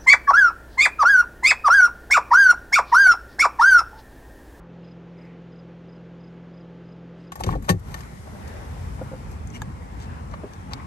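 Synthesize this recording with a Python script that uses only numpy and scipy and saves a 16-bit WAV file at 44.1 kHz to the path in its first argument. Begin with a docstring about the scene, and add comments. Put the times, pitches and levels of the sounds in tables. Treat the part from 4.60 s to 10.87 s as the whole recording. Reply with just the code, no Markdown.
"""A short wash of coloured noise fades out; in a parked van an idling engine hums, a cricket chirps, cloth shifts.
The place then gives way to the driver's seat, stereo microphones close to the door and the street muffled beyond.
The handle clicks, dull bumps ring the door's modes, and the latch lets go with a clunk that jolts the shell.
The gap at the seal opens on engine rumble, tyre roar and hiss, all shaped noise; the hiss later grows duller.
On stepping out a hand taps, brushes and squeaks on trim and door edge: damped modes and stick-slip noise."""
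import sys
import numpy as np
from scipy import signal
from scipy.fft import rfft, irfft, next_fast_len
from scipy.io import wavfile
from scipy.ndimage import uniform_filter1d, map_coordinates

SR = 44100
rng = np.random.default_rng(int(sys.argv[2]) if len(sys.argv) > 2 else 0)


def store_pcm(level_fs):
    """Save levels as 16-bit WAV."""
    pcm = np.round(np.clip(level_fs, -1, 1) * 32767).astype(np.int16)
    wavfile.write(sys.argv[1], SR, np.atleast_2d(pcm).T)


N = 276391

# Spectrum tables give relative levels. Spread is the standard deviation of a bell-shaped band.
# Handle, linkage and trim clicks, each with the knock it gives the panel behind:
# start_s, click_level_db, click_centre_hz, click_t60_s, knock_level_db, knock_centre_hz,
# knock_spread_octaves, knock_t60_s
HANDLE_CLICKS = [(2.7204, -34.5, 3950, .06, -24.5, 1110, .5, .06),
                 (2.756, -40, 6450, .078, -32, 1000, 0.88, .12),
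                 (2.808, -36.5, 5000, .04, -19.5, 850, .5, .07),
                 (2.837, -26, 3800, 0.027, -29.5, 1050, 0.39, 0.068),
                 (2.84, -30, 2800, .045, -30, 700, .5, 0.066),
                 (2.865, -37.5, 4000, .045, -26, 1194, 0.4, 0.065),
                 (2.8906, -33.5, 1900, .025, -10.5, 1064, 0.38, 0.028),
                 (2.905, -43, 3500, .04, -29, 1100, .5, 0.035),
                 (2.926, -41.5, 2500, 0.031, -25, 1100, 0.87, 0.034),
                 (2.953, -42.5, 3000, 0.027, -27.5, 900, .5, .03),
                 (3.025, -44, 8000, 0.032, -40, 1190, .45, .06),
                 (3.195, -50.5, 8000, 0.04, -51, 1190, 0.4, .05),
                 (3.343, -26.5, 5400, 0.011, -27, 1390, 1.1, 0.09),
                 (3.391, -45.5, 4000, .012, -42, 900, .6, .05),
                 (3.407, -36.5, 4200, .015, -39, 1500, 0.64, .05),
                 (3.435, -40, 4000, .008, -44, 1500, 0.71, .05),
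                 (3.877, -42.5, 5950, 0.079, -46, 1210, .45, .05),
                 (5.019, -28.5, 4600, 0.013, -32.5, 800, 0.57, 0.084),
                 (5.739, -35.5, 2620, .03, -26.5, 1100, 0.61, 0.054),
                 (5.936, -36, 4700, 0.0062, -48, 1500, .45, .04)]
# Dull bumps of hand and arm on the door: start_s, level_db, centre_hz
ARM_BUMPS = [(2.8, -26.5, 420), (2.8415, -22, 453), (2.8678, -17.5, 390), (2.872, -7, 83),
             (2.884, -21, 238), (2.913, -29, 750), (2.923, -27, 153), (2.935, -22.5, 876),
             (2.941, -29.5, 1400), (2.953, -19, 480), (2.958, -19.5, 525), (2.96, -16, 52),
             (6.1355, -30, 900)]
# Thin hard ticks of small parts: start_s, level_db, centre_hz, spread_octaves, t60_s
SMALL_PART_TICKS = [(4.874, -36.5, 8050, .22, 0.0086), (4.903, -41, 6400, .12, 0.016),
                    (5.424, -45, 5500, .8, .008), (5.714, -47, 5250, .3, 0.011),
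                    (6.135, -22.5, 4580, .7, 0.0078)]
# Rubbing of linkage, seal and hand: middle_s, half_length_s, level_db, centre_hz, spread_octaves
DOOR_RUBS = [(2.78, .016, -45, 600, 1.2), (2.803, .011, -39, 3020, 2.7), (2.89, .056, -39.5, 2400, 1.6),
             (3.055, .028, -47, 3980, 2.3), (3.09, .0058, -22, 985, 2.2), (3.355, .093, -49, 3820, 2),
             (3.48, .16, -57, 2030, 0.15), (3.68, .035, -47, 480, 1), (3.755, .025, -46, 480, 0.51),
             (4.394, .014, -44, 1000, 1.2), (4.718, .02, -56.5, 8000, 1), (4.957, 0.023, -43, 3400, 1.7),
             (5.422, .035, -50.5, 4200, 1), (5.735, .015, -41.5, 1500, 1.2), (6.127, .013, -38, 2200, 1.3)]
# The pawl slips, then the striker snaps free and scrapes clear:
# delay_after_release_s, level_db, centre_hz, spread_octaves, t60_s
PAWL_SNAPS = [(0, -18, 3300, 1.2, .05), (.005, -18.5, 5450, 1.1, 0.062), (.011, -26.5, 3400, 1.2, .075)]
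# The jolt spreads from latch through panels to shell, and the loosened door rebounds:
# delay_after_release_s, level_db, centre_hz, spread_octaves, damping_t60_s
SHELL_JOLTS = [(0, -10.5, 1220, 0.76, .3), (.004, -9, 440, 0.49, .57), (.0074, -10.5, 182, 0.26, 2.5),
               (.022, -9, 83.5, .38, 3.2), (.048, -26, 316, 0.36, .8)]
# Modes of the door's shell and panels, before each blow's own damping: pitch_hz, relative_level_db, t60_s
DOOR_MODES = [(33, -6, 0.32), (49, -5, 0.81), (83.1, -15, 0.37), (100.8, -1, 0.23), (137.4, -3.5, 0.2),
              (159.3, -6, 0.22), (175, 2, 0.15), (289.5, -10, 0.17), (368.5, -5, 0.11), (437, -17.5, 0.16),
              (507, -7.5, 0.13), (595, -12, 0.1), (719, -10, .15), (796, -10, 0.18), (867, -6, 0.081),
              (1035, -12.5, 0.052), (1120, -5, 0.1), (1262, -11, 0.059), (1420, -12, 0.05),
              (1684, -18, 0.067), (1818, -4.5, 0.11), (2000, -16.5, 0.06), (2460, -22, 0.043)]
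# Modes of the latch's steel pawl and striker: pitch_hz, relative_level_db, longest_t60_s
STEEL_MODES = [(1776, -0.5, .06), (2660, -3.5, .09), (2770, -7.5, .08), (3530, -11.5, .08),
               (4310, -9.5, .08), (4560, -8, 0.082), (5585, -10.5, .07), (5970, -14.5, .08),
               (6390, -11, .07), (7170, -9, 0.071), (7540, -10, .06), (11400, -14, .05)]
# Colour of hard plastic and steel touching: frequency_hz, level_db_per_hz
CONTACT_SPECTRUM = [(200, -25), (600, 21), (1200, 14), (2500, 0.5), (4500, -6), (6500, -4.5), (8500, -5.5),
                    (10200, -15), (11000, -0.5), (12000, 0.5), (12700, -8.5), (13500, -27), (16000, -49)]
# The door strains on its seals under the pull, then pushes air as it swings:
# middle_s, half_length_s, level_db, centre_hz, spread_octaves
DOOR_SWELLS = [(2.918, 0.07, -24, 66, 1.23), (4.28, 0.15, -32.5, 74.6, 0.44)]
# What the slipping skin excites: centre_hz, spread_octaves, relative_level_db
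SQUEAK_BANDS = [(2010, 0.18, 0), (2940, 0.11, -2), (5800, 0.059, -9.5), (6960, 0.54, -17)]
# Hollow taps on the plastic trim, straight ahead: start_s, level_db, pitch_hz, rise_s, t60_s
TRIM_TAPS = [(4.411, -17.5, 523, 0.0041, 0.044), (4.514, -30, 525, .003, 0.073),
             (4.53, -26.5, 519, 0.0047, 0.07), (5.0178, -22, 1680, 0.001, 0.026),
             (5.739, -29.5, 1110, .00049, 0.018), (5.834, -25.5, 589, 0.0021, 0.037),
             (5.839, -26.5, 404, 0.0035, .08), (6.198, -34, 2000, .0016, 0.03)]
# Modes of the trim: multiple_of_tap_pitch, relative_level_db
TRIM_MODES = [(.53, -3.5), (0.998, 1), (1.58, -14), (2.72, -17.5)]
# The door close by, level at the two microphones: frequency_hz, left_minus_right_db
NEAR_LEFT_DB = [(60, 2), (200, 3.5), (600, 3.5), (1050, 3.5), (2200, 5), (4000, 6), (7000, 9), (9000, 3.5),
                (12000, 0)]
# The door close by, lead of the left microphone: frequency_hz, lead_s
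NEAR_LEAD = [(500, .00043), (1050, .00029), (1900, .00036), (2800, .00047), (9000, .00047), (11000, .00044)]
# Treble lost from handling sounds outside the cabin: frequency_hz, gain_db
AWAY_GAIN = [(8000, -0.5), (10500, -6.5)]
# The street heard through the open door: time_s, engine_rumble_db, tyre_roar_db, tyre_ring_db
STREET_LEVELS = [(3.3, -36.5, -47.5, -60), (3.45, -41, -46.5, -57), (3.6, -39.5, -51, -72),
                 (3.88, -36.5, -42.5, -57), (4.3, -35, -45, -54.5), (4.7, -34.5, -46.5, -56),
                 (4.9, -34, -47.5, -56), (5.2, -36, -47, -54), (5.45, -36, -46.5, -49),
                 (5.7, -34.5, -47.5, -51), (6, -37.5, -46.5, -51), (6.27, -35, -45, -50)]
# Colour of the engine rumble: frequency_hz, level_db_per_hz
RUMBLE_SPECTRUM = [(15, -43), (25, -60), (46, -3), (70, 1), (112, -3.5), (188, -9.5), (221, -10.5),
                   (292, -16.5), (356, -30), (400, -27.5), (520, -44), (880, -120)]
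# Colour of the tyre roar: frequency_hz, level_db_per_hz
TYRE_SPECTRUM = [(180, -25), (300, -2), (352, 2), (505, 1), (572, -3.5), (710, -3.5), (777, -1), (880, -2),
                 (1100, -3), (1290, -5.5), (2130, -9), (2760, -17), (4500, -26), (5850, -26.5),
                 (9900, -120)]
# Colour of the far hiss: frequency_hz, level_db_per_hz
HISS_SPECTRUM = [(1800, -28), (3000, -3), (5000, -1), (9200, -1), (10200, -4), (11300, 0), (12300, -3),
                 (13100, -24), (15000, -80)]
# Gain on the later, duller hiss: frequency_hz, gain_db
LATER_HISS_GAIN = [(3000, -7.5), (8000, -3), (12000, -7.5)]
# Likeness of the street at the two microphones: frequency_hz, correlation (-1 to 1)
STREET_LIKENESS = [(60, 0.8), (150, 0.99), (300, 0.8), (600, 0.094), (1200, 0.32), (2500, 0.017),
                   (6000, 0.027), (12000, 0.054)]
# Road power heard from the right around leaving the seat, end values held: time_s, power_share (0 to 1)
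RIGHT_SHARE = [(4.3, 0.22), (4.8, 0.18), (5.2, 0.33), (5.6, 0.086)]
# The street, level at the two microphones: frequency_hz, left_minus_right_db
STREET_LEFT_DB = [(60, 1), (200, -1.5), (600, 7), (1200, 4.5), (2200, 0.5), (4000, 7), (7000, 9), (9000, 3),
                  (12000, -1)]
# The street, lead of the left microphone: frequency_hz, lead_s
STREET_LEAD = [(1000, .00047)]
# Orders of the idling engine: multiple_of_firing_rate, level_db (rms)
ENGINE_ORDERS = [(1, -75.5), (1.5, -61), (2, -68.5), (3, -54), (4, -44.5), (5, -63.5), (6, -62.5), (7, -61),
                 (8, -60.5), (9, -60), (10, -74.5), (11, -65.5), (12, -61), (16, -73.5), (20, -68.5)]
# Colour of the cabin's dull air: frequency_hz, level_db_per_hz
CABIN_SPECTRUM = [(25, -30), (45, -28), (75, -29.5), (100, -11), (160, -10), (230, -10), (400, -9),
                  (540, -11.5), (680, -17.5), (900, -21.5), (1500, -24), (2200, -29.5), (3100, -32),
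                  (4200, -40), (7000, -49.5), (8500, -67.5), (12000, -62.5), (13500, -99.5)]
# Cricket, about three chirps a second, three wing strokes each:
# first_stroke_middle_s, first_peak_db, second_peak_db, third_peak_db
CRICKET_CHIRPS = [(.25, -62, -61, -60), (.587, -63, -59.5, -64), (.928, -64, -65.5, -60),
                  (1.295, -63, -62.5, -64.5), (1.61, -65, -61.5, -62), (1.944, -65, -62, -63),
                  (2.258, -68, -65, -62), (2.609, -65, -65, -61)]
# Cloth shifting softly in the cabin: middle_s, half_length_s, level_db, centre_hz, spread_octaves
CLOTH_RUBS = [(.26, 0.048, -65.5, 3000, 0.58), (.66, .11, -60.5, 2200, 0.23), (.64, 0.096, -68, 2700, 1.1),
              (1.7, .051, -84, 3400, 1), (2.62, 0.059, -67, 3300, 0.73)]
# Colour of the short wash of noise at the start: frequency_hz, level_db_per_hz
WASH_SPECTRUM = [(25, -17), (55, 8.5), (120, -20), (550, -25), (860, -11.5), (1150, -16), (1800, -25),
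                 (6000, -63)]

CHANGE_S = 2.72  # the humming place gives way to the driver's seat
LATCH_S = 3.092  # the latch lets go
OPEN_S, OPENING_S = 3.218, 0.068  # the gap at the seal starts to open; time until the street is fully in
STEP_OUT_S, STEPPING_S = 4.34, 0.52  # leaving the seat
CLICK_OCTAVES, KNOCK_OCTAVES = 1.05, 0.44  # spread of the band that a click or a bump excites
KNOCK_T60_S, KNOCK_T60_SLOPE = 0.13, 0.85  # damping at 500 Hz; the deeper the bump, the longer it rings
TAP_SOFT_HZ = 2200  # a fingertip cannot excite modes far above this
SQUEAK_S, SQUEAK_LENGTH_S, SQUEAK_DB = 4.935, 0.04, -43  # the hand slips along the door's edge
SHUT_RUMBLE_DB, SHUT_TYRES_DB, SHUT_HISS_DB = -8, -6, -7.5  # gain through the shut door
TYRE_RING_HZ, TYRE_RING_OCTAVES = 940, .3  # the tread's resonance
HISS_DB, HISS_PATCHY_DB = -58, 1.2  # level once the door opens; far hiss is smooth
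FIRING_HZ, CABIN_DB = 42.75, -50  # the idling engine; the cabin's air
WASH_DB, WASH_S = -45.5, 0.093  # level at the very start; time to fade out
TOP_HZ = 13150  # band limit of the recorder


def amp(db):
    """Decibels to gain."""
    return 10 ** (np.asarray(db) / 20)


def unit(x):
    """x at rms 1."""
    return x / np.sqrt(np.mean(x ** 2) + 1e-20)


def along(points, hz):
    """Values between (Hz, value) points on a log frequency axis, end values held."""
    f, v = np.transpose(points)
    return np.interp(np.log(hz + 1), np.log(f + 1), v)


def curves(rows):
    """One value per sample for each column after the time, end values held."""
    s, *columns = np.transpose(rows)
    return [np.interp(np.arange(N) / SR, s, column) for column in columns]


def ramp(start_s, length_s):
    """A straight rise from 0 to 1."""
    return np.clip((np.arange(N) / SR - start_s) / length_s, 0, 1)


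def wobble(rate_hz, n=N):
    """A smooth random curve with rate_hz random knots a second."""
    knots = rng.standard_normal(int(n * rate_hz / SR) + 4)
    return map_coordinates(knots, [np.arange(n) * rate_hz / SR])


def filtered(x, response):
    """x times a complex response of frequency."""
    n = x.shape[-1]
    m = next_fast_len(n + 8192)
    return irfft(rfft(x, m) * response(np.fft.rfftfreq(m, 1 / SR)), m)[..., :n]


def bell(hz, centre_hz, octaves):
    """Weight of the band that a contact excites."""
    return np.exp(-.5 * (np.log2((hz + 1) / centre_hz) / octaves) ** 2)


def coloured(spectrum):
    """Mono noise of rms 1 with the given spectrum."""
    return unit(filtered(rng.standard_normal(N), lambda hz: amp(along(spectrum, hz))))


def band(centre_hz, octaves):
    """Mono noise of rms 1 in one bell-shaped band."""
    return unit(filtered(rng.standard_normal(N), lambda hz: bell(hz, centre_hz, octaves)))


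def add(track, s, sound):
    """Mix a sound into the track from time s."""
    part = track[round(s * SR):][:len(sound)]
    part += sound[:len(part)]


def microphones(x, left_db=STREET_LEFT_DB, lead_s=STREET_LEAD):
    """The left microphone hears the source earlier, and louder or softer by frequency."""
    side = np.array([[.5], [-.5]])

    def response(hz):
        lead = np.exp(2j * np.pi * hz * along(lead_s, hz) * side)
        return amp(side * along(left_db, hz)) * lead
    return filtered(x, response)


def scratch(n, centre_hz, octaves):
    """Noise of rms 1 in the colour of hard plastic and steel touching."""
    colour = lambda hz: amp(along(CONTACT_SPECTRUM, hz)) * bell(hz, centre_hz, octaves)
    return unit(filtered(rng.standard_normal(n), colour))


def door(blows, chatter_db=-10, chatter_t60=0.14, swell_cycles=0.52):
    """Each blow rings the door's modes around its own band, under its own damping."""
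    out, t = np.zeros(N), np.arange(SR // 2) / SR
    hz, level_db, t60 = np.transpose(DOOR_MODES)[:, :, None]
    panel = hz > 250  # the shell moves as one, the panels each their own way
    for s, db, centre_hz, octaves, damping_t60 in blows:
        size = amp(db + level_db + rng.standard_normal(hz.shape)) * bell(hz, centre_hz, octaves)
        phase = 2 * np.pi * rng.random(hz.shape) * panel
        swell = 1 - np.exp(-t * hz / swell_cycles)  # low modes take longer to get going
        modes = size * swell * amp(-60 * t / t60) * np.sin(2 * np.pi * hz * t + phase)
        ring = np.sum(modes, axis=0)
        # loose trim chatters with the panels
        chatter = amp(chatter_db - 60 * t / chatter_t60) * np.linalg.norm(size * panel)
        chatter = chatter * scratch(len(t), centre_hz, octaves)
        chatter *= 1 - np.exp(-t * centre_hz / swell_cycles)  # a low blow starts softly
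        add(out, s, (ring + chatter) * amp(-60 * t / damping_t60))
    return out


def clicks(contacts, steel_db, detune, crack=1.88, crack_s=0.00065, rattle_db=3.5, held=0.91):
    """A sharp crack, an uneven rattle and a brief ring of steel; detune sets how much the parts differ."""
    out, t = np.zeros(N), np.arange(SR // 6) / SR
    steel_hz, level_db, ring_t60 = np.transpose(STEEL_MODES)[:, :, None]
    for s, db, centre_hz, octaves, t60 in contacts:
        bounces = unit(amp(rattle_db * wobble(550, n=len(t))))
        strength = amp(-60 * t / t60) * (bounces + crack * np.exp(-t / crack_s))
        rattle = strength * scratch(len(t), centre_hz, octaves)
        hz = steel_hz * np.exp(detune * rng.standard_normal(steel_hz.shape))
        size = amp(steel_db + level_db) * bell(hz, centre_hz, octaves)
        life = np.minimum(ring_t60, held * t60)  # a held part cannot ring on
        modes = size * amp(-60 * t / life) * np.sin(2 * np.pi * (hz * t + rng.random(hz.shape)))
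        add(out, s, amp(db - 6.5) * (rattle + np.sum(modes, axis=0)))  # 6.5 dB under the listed level
    return out


def rubs(strokes, grain_db):
    """Surfaces stick and slip under a short swelling stroke."""
    out = np.zeros(N)
    for s, half, db, centre_hz, octaves in strokes:
        start = max(s - 2 * half, 0)
        u = (np.arange(start, s + 2 * half, 1 / SR) - s) / half
        add(out, start, amp(db) * np.exp(-u ** 2) * scratch(len(u), centre_hz, octaves))
    return out * unit(amp(grain_db * wobble(400)))


def bump(s, db, centre_hz):
    """A blow on the door, damped by the hand that holds it."""
    damping_t60 = KNOCK_T60_S * (500 / centre_hz) ** KNOCK_T60_SLOPE
    return s, db, centre_hz, KNOCK_OCTAVES, damping_t60


def handling():
    """The hand works the handle and pushes the door: clicks with knocks, dull bumps, ticks and rubbing."""
    snaps = [(s, db, hz, CLICK_OCTAVES, t60) for s, db, hz, t60, *_ in HANDLE_CLICKS]
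    knocks = [(s, *knock) for s, _, _, _, *knock in HANDLE_CLICKS]
    bumps = [bump(*row) for row in ARM_BUMPS]
    small_parts = clicks(snaps + SMALL_PART_TICKS, steel_db=-7.5, detune=.08)
    return door(knocks + bumps) + small_parts + rubs(DOOR_RUBS, grain_db=3)


def latch():
    """The latch's steel snaps open and the release jolts the door's modes."""
    timed = lambda stages: [(LATCH_S + delay, *rest) for delay, *rest in stages]
    jolt = door(timed(SHELL_JOLTS), chatter_db=-15.5)
    return jolt + clicks(timed(PAWL_SNAPS), steel_db=-1.5, detune=0)


def shudder():
    """The straining, then swinging door makes low swells of narrow-band noise."""
    t, out = np.arange(N) / SR, np.zeros(N)
    for s, half, db, centre_hz, octaves in DOOR_SWELLS:
        swell = amp(db) / (1 + ((t - s) / half) ** 2)
        out += swell * band(centre_hz, octaves)
    return out


def squeak(edge_s=0.0078, grain_db=3):
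    """Skin sticks and slips on the door's edge and excites a few resonances."""
    fade_out = ramp(SQUEAK_S + SQUEAK_LENGTH_S - edge_s, edge_s)
    stroke = ramp(SQUEAK_S, edge_s) * (1 - fade_out)
    slips = rng.standard_normal(N) * amp(grain_db * wobble(418))
    resonances = lambda f: sum(amp(db) * bell(f, hz, octaves) for hz, octaves, db in SQUEAK_BANDS)
    return amp(SQUEAK_DB) * stroke * unit(filtered(slips, resonances))


def taps(scuff_db=-11, scuff_octaves=0.65):
    """A soft contact swells into a few hollow, well-damped modes of the trim, with a little scuff."""
    out, t = np.zeros(N), np.arange(SR // 6) / SR
    ratio, level_db = np.transpose(TRIM_MODES)[:, :, None]
    for s, db, hz, rise_s, t60 in TRIM_TAPS:
        size = amp(level_db) / (1 + (ratio * hz / TAP_SOFT_HZ) ** 6)
        modes = size * np.sin(2 * np.pi * (ratio * hz * t + rng.random(ratio.shape)))
        scuff = amp(scuff_db) * scratch(len(t), hz, scuff_octaves)
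        envelope = amp(db - 60 * t / t60) * (1 - np.exp(-(t / rise_s) ** 2))
        add(out, s, envelope * (np.sum(modes, axis=0) + scuff))
    return out


def cabin_echo(x, t60=0.028):
    """Glass and trim give a very short, bright answer, different at each microphone."""
    t = np.arange(SR // 6) / SR
    tail = rng.standard_normal((2, len(t))) * amp(-60 * t / t60) * (t > .002)
    wet = signal.fftconvolve(x[None], tail / np.linalg.norm(tail[0]), axes=1)[:, :N]
    return filtered(wet, lambda hz: hz ** 2 / (hz ** 2 + 1800 ** 2))


def rush(spectrum, patchy_db):
    """Stereo noise of rms 1 with patches of random gain, partly alike at the two microphones."""
    z = signal.stft(rng.standard_normal((2, N)), nperseg=1024)[2]
    field = uniform_filter1d(rng.standard_normal(z.shape[1:]), size=7, axis=0)  # smooth over frequency
    field = uniform_filter1d(field, size=10, axis=1)  # and over time
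    pair = signal.istft(z * amp(patchy_db * unit(field)), nperseg=1024)[1][:, :N]

    def mid_side(hz):
        turn = np.arccos(np.clip(along(STREET_LIKENESS, hz), -1, 1)) / 2
        return amp(along(spectrum, hz)) * np.array([np.cos(turn), np.sin(turn)])
    mid, side = filtered(pair, mid_side)
    return unit(np.array([mid + side, mid - side]))


def road(tyre_db, ring_db, shut, gust_db=0.9):
    """Tyres roar and their tread rings, with a slow random swell; the shut door softens both."""
    level = amp(SHUT_TYRES_DB * shut + gust_db * wobble(10))
    roar = amp(tyre_db) * rush(TYRE_SPECTRUM, patchy_db=1.6)
    tread = amp(ring_db) * band(TYRE_RING_HZ, TYRE_RING_OCTAVES)
    return level * (roar + tread)


def street():
    """Engines throb low, tyres roar to either side and fine hiss lies over both; the opening door lets them in."""
    rumble_db, tyre_db, ring_db = curves(STREET_LEVELS)
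    shut = 1 - ramp(OPEN_S, OPENING_S)
    rumble = amp(rumble_db + SHUT_RUMBLE_DB * shut) * rush(RUMBLE_SPECTRUM, patchy_db=1.5)
    hiss = amp(HISS_DB + SHUT_HISS_DB * shut) * rush(HISS_SPECTRUM, patchy_db=HISS_PATCHY_DB)
    # the hiss grows duller
    hiss += ramp(STEP_OUT_S, STEPPING_S) * filtered(hiss, lambda hz: amp(along(LATER_HISS_GAIN, hz)) - 1)
    right = np.clip(curves(RIGHT_SHARE)[0], 0, 1)
    road_left = np.sqrt(1 - right) * road(tyre_db, ring_db, shut)
    road_right = np.sqrt(right) * road(tyre_db, ring_db, shut)
    return microphones(rumble + hiss + road_left) + microphones(road_right)[::-1]


def hum(drift_cycles=0.0029):
    """The idling engine's orders drift together, over the cabin's dull air."""
    cycles = FIRING_HZ * np.arange(N) / SR + drift_cycles * wobble(2.4)
    lines = np.zeros(N)
    for order, db in ENGINE_ORDERS:
        lines += amp(db) * np.sqrt(2) * np.sin(2 * np.pi * (order * cycles + rng.random()))
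    return lines + amp(CABIN_DB) * coloured(CABIN_SPECTRUM)


def cricket(stroke_s=0.034, pitch_hz=4985, fall_hz_per_s=5000, fall_spread=.3, rough_cycles=0.07):
    """Three wing strokes to a chirp, each sliding down in pitch at its own rate as the scraper catches."""
    out, t = np.zeros(N), np.arange(-SR // 50, SR // 50) / SR
    for s, *levels in CRICKET_CHIRPS:
        for k, db in enumerate(levels):
            tune, slide, length = rng.standard_normal(3)
            stroke = np.exp(-(t / (.008 * np.exp(.1 * length))) ** 2)
            catch = rough_cycles * map_coordinates(rng.standard_normal(16), [np.linspace(0, 15, len(t))])
            fall = fall_hz_per_s * np.exp(fall_spread * slide)
            phase = (pitch_hz + 22 * tune) * t - fall * t ** 2 / 2 + catch
            add(out, s + t[0] + k * stroke_s, amp(db) * stroke * np.sin(2 * np.pi * phase))
    return out


def wash():
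    """A short wash of coloured noise fades out at the start."""
    return amp(WASH_DB) * (1 - ramp(0, WASH_S)) * coloured(WASH_SPECTRUM)


def scene(echo_db=-1, echo_lost=0.42):
    """Door and street in stereo follow the humming cabin in mono; the echo weakens on stepping out."""
    outside = ramp(STEP_OUT_S, STEPPING_S)
    near = latch() + handling() + squeak() + shudder() * ramp(CHANGE_S, 0.13)
    near = near + outside * filtered(near, lambda hz: amp(along(AWAY_GAIN, hz)) - 1)
    echo = amp(echo_db) * (1 - echo_lost * outside) * cabin_echo(near)
    at_door = microphones(near + echo, NEAR_LEFT_DB, NEAR_LEAD) + taps()
    beyond = ramp(CHANGE_S, 0.006) * street()
    # the first place starts at 0.55 of its level and ends at the change
    first = np.interp(np.arange(N) / SR, [0, .12], [.55, 1]) * (1 - ramp(CHANGE_S, 0.029))
    cabin = first * (hum() + cricket() + rubs(CLOTH_RUBS, grain_db=1.5))
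    return at_door + beyond + cabin + wash()


def record(dry):
    """The recorder rounds off the highest peaks and keeps nothing above its band limit."""
    rounded = dry / (1 + (dry / .68) ** 6) ** (1 / 6)
    return filtered(rounded, lambda hz: hz < TOP_HZ)


dry = scene()
out = record(dry)
store_pcm(out)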